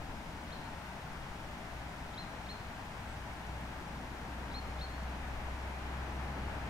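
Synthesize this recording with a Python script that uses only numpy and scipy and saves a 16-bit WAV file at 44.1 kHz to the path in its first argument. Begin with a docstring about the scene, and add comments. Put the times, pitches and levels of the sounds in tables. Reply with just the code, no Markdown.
"""A riverbank, a road some way off, heard on a two-port stereo microphone in light air.
The traffic carries over as low rumble and slowly swelling tyre roar; one engine drones closer
and speeds up. Air buffets the microphone over a faint, even hiss of water and leaves.
A small bird whistles five rising calls among the trees, others pipe thinly from deeper in,
and the grass ticks now and then."""
import sys
import numpy as np
from scipy import signal
from scipy.fft import rfft, irfft
from scipy.io import wavfile

SR = 44100
rng = np.random.default_rng(int(sys.argv[2]) if len(sys.argv) > 2 else 0)


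def dump_mix(stems):
    """Bounce the given channels to the path in sys.argv[1] as a 16-bit WAV at rate SR."""
    frames = np.atleast_2d(stems).T  # one column per channel
    limited = np.clip(frames, -1, 1)  # hard clip at full scale
    pcm = np.round(limited * 32767).astype(np.int16)
    wavfile.write(sys.argv[1], SR, pcm)


N = 295029
TIME = np.arange(N) / SR


def from_db(db):
    """Decibels to gain."""
    return 10 ** (np.asarray(db) / 20)


def rms_one(x):
    """Scale to an rms of 1."""
    return x / np.sqrt(np.mean(x ** 2) + 1e-20)


def in_time(rows):
    """A curve of (t/s, value) rows at every sample."""
    return np.interp(TIME, *np.transpose(rows))


def at_hz(rows, hz):
    """Read (f/Hz, value) rows on a log-frequency axis."""
    known, values = np.transpose(rows)
    return np.interp(np.log(hz + 1e-9), np.log(known), values)


def humps(rows, half_width_s):
    """A bell-shaped rise in dB around each (t/s, rise/dB) row."""
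    return sum(db * np.exp(-((TIME - s) / half_width_s) ** 2) for s, db in rows)


def drift(rate_hz):
    """A random wander of rms 1, mostly slower than rate_hz."""
    hz = np.arange(N // 2 + 1) / (N / SR)
    return rms_one(irfft(rfft(rng.standard_normal(N)) / (1 + (hz / rate_hz) ** 2), N))


def whistle(hz):
    """A sine of rms 1 that follows a pitch track."""
    return np.sqrt(2) * np.sin(2 * np.pi * np.cumsum(hz) / SR)


def stereo_noise(spectrum):
    """Noise from all around as the two microphone ports hear it; their mean has rms 1."""
    # coherence between the ports: f/Hz, likeness/0..1
    likeness = [(25, .96), (60, .98), (125, .97), (200, .94), (350, .86), (500, .77), (820, .84),
                (1200, .53), (2000, .13), (2900, .25), (3600, .15), (5500, .44), (8000, .17), (15000, .5)]
    # phase lead of the left port: f/Hz, lead/rad
    left_lead = [(60, 0), (150, .08), (260, .22), (520, .68), (900, 0), (1200, .25), (1480, -.7),
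                 (2150, 2.3), (2900, 2.2), (4200, 4.6), (5500, 5.8), (7150, 7.2), (8700, 6.28)]
    # left port over right: f/Hz, level/dB
    balance = [(60, 3), (220, 0), (400, 2), (600, 6), (900, 7.5), (1150, 9.5), (1450, 5), (1900, -0.2),
               (3000, 0), (6000, 1), (10000, 0)]
    hz = np.arange(N // 2 + 1) / (N / SR)
    alike, lead = at_hz(likeness, hz), at_hz(left_lead, hz)
    right_gain = from_db(-at_hz(balance, hz))
    left, unrelated = rfft(rng.standard_normal((2, N)))
    right = right_gain * (alike * np.exp(-1j * lead) * left + np.sqrt(1 - alike ** 2) * unrelated)
    sum_gain = np.sqrt(1 + right_gain ** 2 + 2 * right_gain * alike * np.cos(lead))
    top_hz = spectrum[-1][0]
    colour = from_db(at_hz(spectrum, hz)) / np.maximum(1, hz / top_hz) ** 2
    pair = irfft(np.array([left, right]) * colour / sum_gain, N)
    return pair / np.std(pair.mean(axis=0))


def place(x, pan_db, left_late_ms=0):
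    """A point source: pan_db louder and left_late_ms later in the left port."""
    late = np.interp(TIME - left_late_ms / 1000, TIME, x)
    return np.array([late * from_db(pan_db / 2), x * from_db(-pan_db / 2)])


def woodland(x, tail_t60_s=.85, early_t60_s=.3, early_db=1, build_s=.008):
    """Near trunks answer first and strongest; trees and banks add a diffuse tail, unlike in each port."""
    t = TIME[:SR]
    fade = from_db(-60 * t / tail_t60_s) + from_db(early_db - 60 * t / early_t60_s)
    echoes = rng.standard_normal((2, SR)) * fade * (1 - np.exp(-t / build_s))
    echoes /= np.sqrt(np.sum(echoes ** 2, axis=1, keepdims=True))
    return signal.fftconvolve(x[None], echoes, axes=1)[:, :N]


def water_and_leaves(level_db=-60.5):
    """River and foliage blend into a faint, even hiss."""
    # hiss spectrum: f/Hz, density/dB
    spectrum = [(1000, -2.5), (3000, 2.5), (4200, -1), (5600, -.5), (8000, -7), (10000, -9), (13000, -12.5),
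                (15700, -16.5)]
    return from_db(level_db) * stereo_noise(spectrum)


def far_birds(jitter=0.0107, echo_db=-2):
    """Thin, slightly rough notes from deep in the trees."""
    # high notes: t/s, length/s, level/dB, f/Hz
    pips = [(.11, .09, -72, 5070), (1.99, .1, -79, 8100), (2.85, .2, -79, 8060), (3.05, 0.12, -71.5, 8030)]
    notes = np.zeros(N)
    wobble = 1 + jitter * drift(150)
    for start, length, db, hz in pips:
        span = (TIME > start) & (TIME < start + length)
        swell = np.sin(np.pi * (TIME[span] - start) / length)
        notes[span] += from_db(db) * swell * whistle(hz * wobble[span])
    return notes + from_db(echo_db) * woodland(notes)


def grass(decay_s=.003, half_band=.25):
    """Blades on the bank snap, each with a tiny dry burst."""
    # snaps: t/s, level/dB, band centre f/Hz
    ticks = [(1.131, -56, 5800), (3.046, -64, 10500), (3.468, -58, 6000), (3.608, -59, 11500)]
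    snaps = np.zeros(N)
    for start, db, hz in ticks:
        band = signal.butter(2, [hz * (1 - half_band), hz * (1 + half_band)], "band", fs=SR, output="sos")
        burst = rms_one(signal.sosfilt(band, rng.standard_normal(N)))
        decay = (TIME >= start) * np.exp(-np.clip((TIME - start) / decay_s, 0, 20))
        snaps += from_db(db) * burst * decay
    return snaps


def breeze(calm_db=-53, lumpy_db=0.7):
    """Air on the microphone: soft lumps of pressure at the very bottom, stronger in each puff."""
    # buffeting spectrum: f/Hz, density/dB
    buffet = [(8, -6), (16, -5), (28, -5), (45, -8), (70, -6), (150, -41)]
    # puffs of air: t/s, level/dB above the calm
    puffs = [(.03, 5.5), (1.25, 2.5), (4.68, 2.5), (5.38, 6), (6.55, 3)]
    level_db = calm_db + humps(puffs, half_width_s=0.26) + lumpy_db * drift(2.9)
    return from_db(level_db) * stereo_noise(buffet)


def bird(low_hz=3200, rise_s=0.01285, release_s=.012, flick_s=0.0245, flick_top_hz=5100, flick_db=-11):
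    """In the nearer trees: a raspy upward flick, a soft low note, then a whistle that leaps and holds."""
    # calls: t/s, length/s, level/dB, top f/Hz, end f/Hz, held part/dB, flick ahead/s,
    # low note/dB, echo/dB (held part, low note and echo are relative to the level)
    calls = [(0.514, 0.048, -50, 4370, 4260, -14, 0.033, -12, 1),
             (2.169, 0.071, -45.5, 4240, 3920, -6.5, 0.027, -14, -8),
             (2.481, 0.059, -48, 4256, 4200, -2, 0.014, -17, -6),
             (4.534, 0.069, -46.5, 4270, 4280, -2.5, 0.012, -32, -8.5),
             (4.802, 0.058, -46.5, 4354, 4350, -4, .01, -15, -3)]
    direct, scattered = np.zeros((2, N))
    wobble = 1 + 0.0041 * drift(120)
    rasp = 1 + 0.074 * drift(900)
    for start, length, db, top_hz, end_hz, held_db, ahead_s, low_db, echo_db in calls:
        span = np.abs(TIME - start) < .1
        t = TIME[span] - start
        sweep_hz = np.interp(t, [-.012, .003, rise_s, length / 2, length],
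                             [.94 * low_hz, low_hz, .96 * top_hz, top_hz, end_hz])
        low, held = from_db(low_db), from_db(held_db)
        envelope = np.interp(t, [-.014, -.006, .003, rise_s, length / 2, length - release_s, length],
                             [0, low, low, 1, held, held, 0])
        progress = np.clip((t + ahead_s) / flick_s + .5, 0, 1)
        flick_hz = low_hz * (flick_top_hz / low_hz) ** progress
        flick = from_db(flick_db) * np.sin(np.pi * progress) * whistle(flick_hz * rasp[span])
        call = from_db(db) * (envelope * whistle(sweep_hz * wobble[span]) + flick)
        direct[span] += call
        scattered[span] += from_db(echo_db) * call   # more goes into the trees when the bird faces away
    return place(direct, pan_db=1.0, left_late_ms=0.043) + woodland(scattered)


def road(rumble_db=-50, swell_from_s=5.45, swell_db_per_s=2.1, waver_db=0.37):
    """Many far vehicles blend into rumble, rolling drone and tyre roar; moving air makes the roar waver."""
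    # spectra of the three traffic layers: f/Hz, density/dB
    rumble_spectrum = [(25, -10.5), (55, -3.5), (90, 1.5), (108, -0.5), (155, 1), (240, -5), (320, -14),
                       (550, -22), (1200, -36)]
    rolling_spectrum = [(90, -17.5), (160, -5), (220, 0), (300, -0.5), (370, -5.5), (480, -8.5), (620, -11),
                        (1000, -19), (2000, -46)]
    tyre_spectrum = [(200, -18), (400, -9.5), (500, -9.5), (630, -2.5), (740, -2), (850, 0), (1000, -3.5),
                     (1150, -6.5), (1550, -6.5), (2000, -11), (2500, -14.5), (3100, -21.5), (4500, -29),
                     (9000, -55)]
    # course of the rolling drone: t/s, level/dB
    rolling_levels = [(0, -54.5), (.6, -53.5), (1.0, -58.5), (2.1, -56), (3.3, -57), (4.4, -52), (4.9, -56),
                      (6.69, -50.5)]
    # tyre roar, steady until a vehicle nears: t/s, level/dB
    tyre_levels = [(0, -50), (.45, -50.5), (.6, -49.5), (4.0, -49), (5.2, -47.5), (6.69, -45.5)]
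    swell_db = swell_db_per_s * np.maximum(TIME - swell_from_s, 0)
    rumble = from_db(rumble_db + swell_db) * stereo_noise(rumble_spectrum)
    rolling = from_db(in_time(rolling_levels)) * stereo_noise(rolling_spectrum)
    roar = from_db(in_time(tyre_levels) + waver_db * drift(13)) * stereo_noise(tyre_spectrum)
    return rumble + rolling + roar


def engine(far_db=-55, near_db=-43, midway_s=3.81, ease_s=.5, waver_db=1.2, unsteady=0.0027):
    """Only the lowest exhaust orders carry to the bank; they grow along an S-curve as the engine nears."""
    # firing rate: t/s, f/Hz
    firing = [(0, 62.27), (2.0, 62.67), (3.0, 61.6), (3.9, 60.87), (4.7, 62.92), (5.2, 63.77), (5.9, 65.2),
              (6.69, 65.46)]
    # exhaust orders: multiple of the firing rate, relative level/dB
    orders = [(1, -1), (1.5, -22), (2, -17.5), (2.5, -29.5), (3, -19)]
    # brief booms of the drone: t/s, level/dB above its course
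    booms = [(1.88, 7), (3.08, 3), (3.56, 7), (4.68, 3.2), (5.05, 2), (6.2, 3.5), (6.48, 2.5)]
    nearness = 1 / (1 + np.exp((midway_s - TIME) / ease_s))
    level_db = far_db + (near_db - far_db) * nearness + humps(booms, half_width_s=0.11)
    firing_hz = in_time(firing) * (1 + unsteady * drift(2.96))
    phase = 2 * np.pi * np.cumsum(firing_hz) / SR
    drone = np.zeros(N)
    for order, db in orders:
        gain = from_db(db + waver_db * drift(8.3))
        drone += gain * np.sin(order * phase + 2 * np.pi * rng.random())
    return place(np.sqrt(2) * from_db(level_db) * drone, pan_db=.5)


def scene():
    """The bank's hiss, the traffic beyond, air on the microphone and the small sounds on top."""
    return water_and_leaves() + road() + engine() + breeze() + bird() + far_birds() + grass()


def record(dry, cutoff_hz=15750):
    """The recorder cuts the top steeply."""
    return signal.sosfilt(signal.ellip(12, .1, 80, cutoff_hz, fs=SR, output="sos"), dry)


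dry = scene()
out = record(dry)
dump_mix(out)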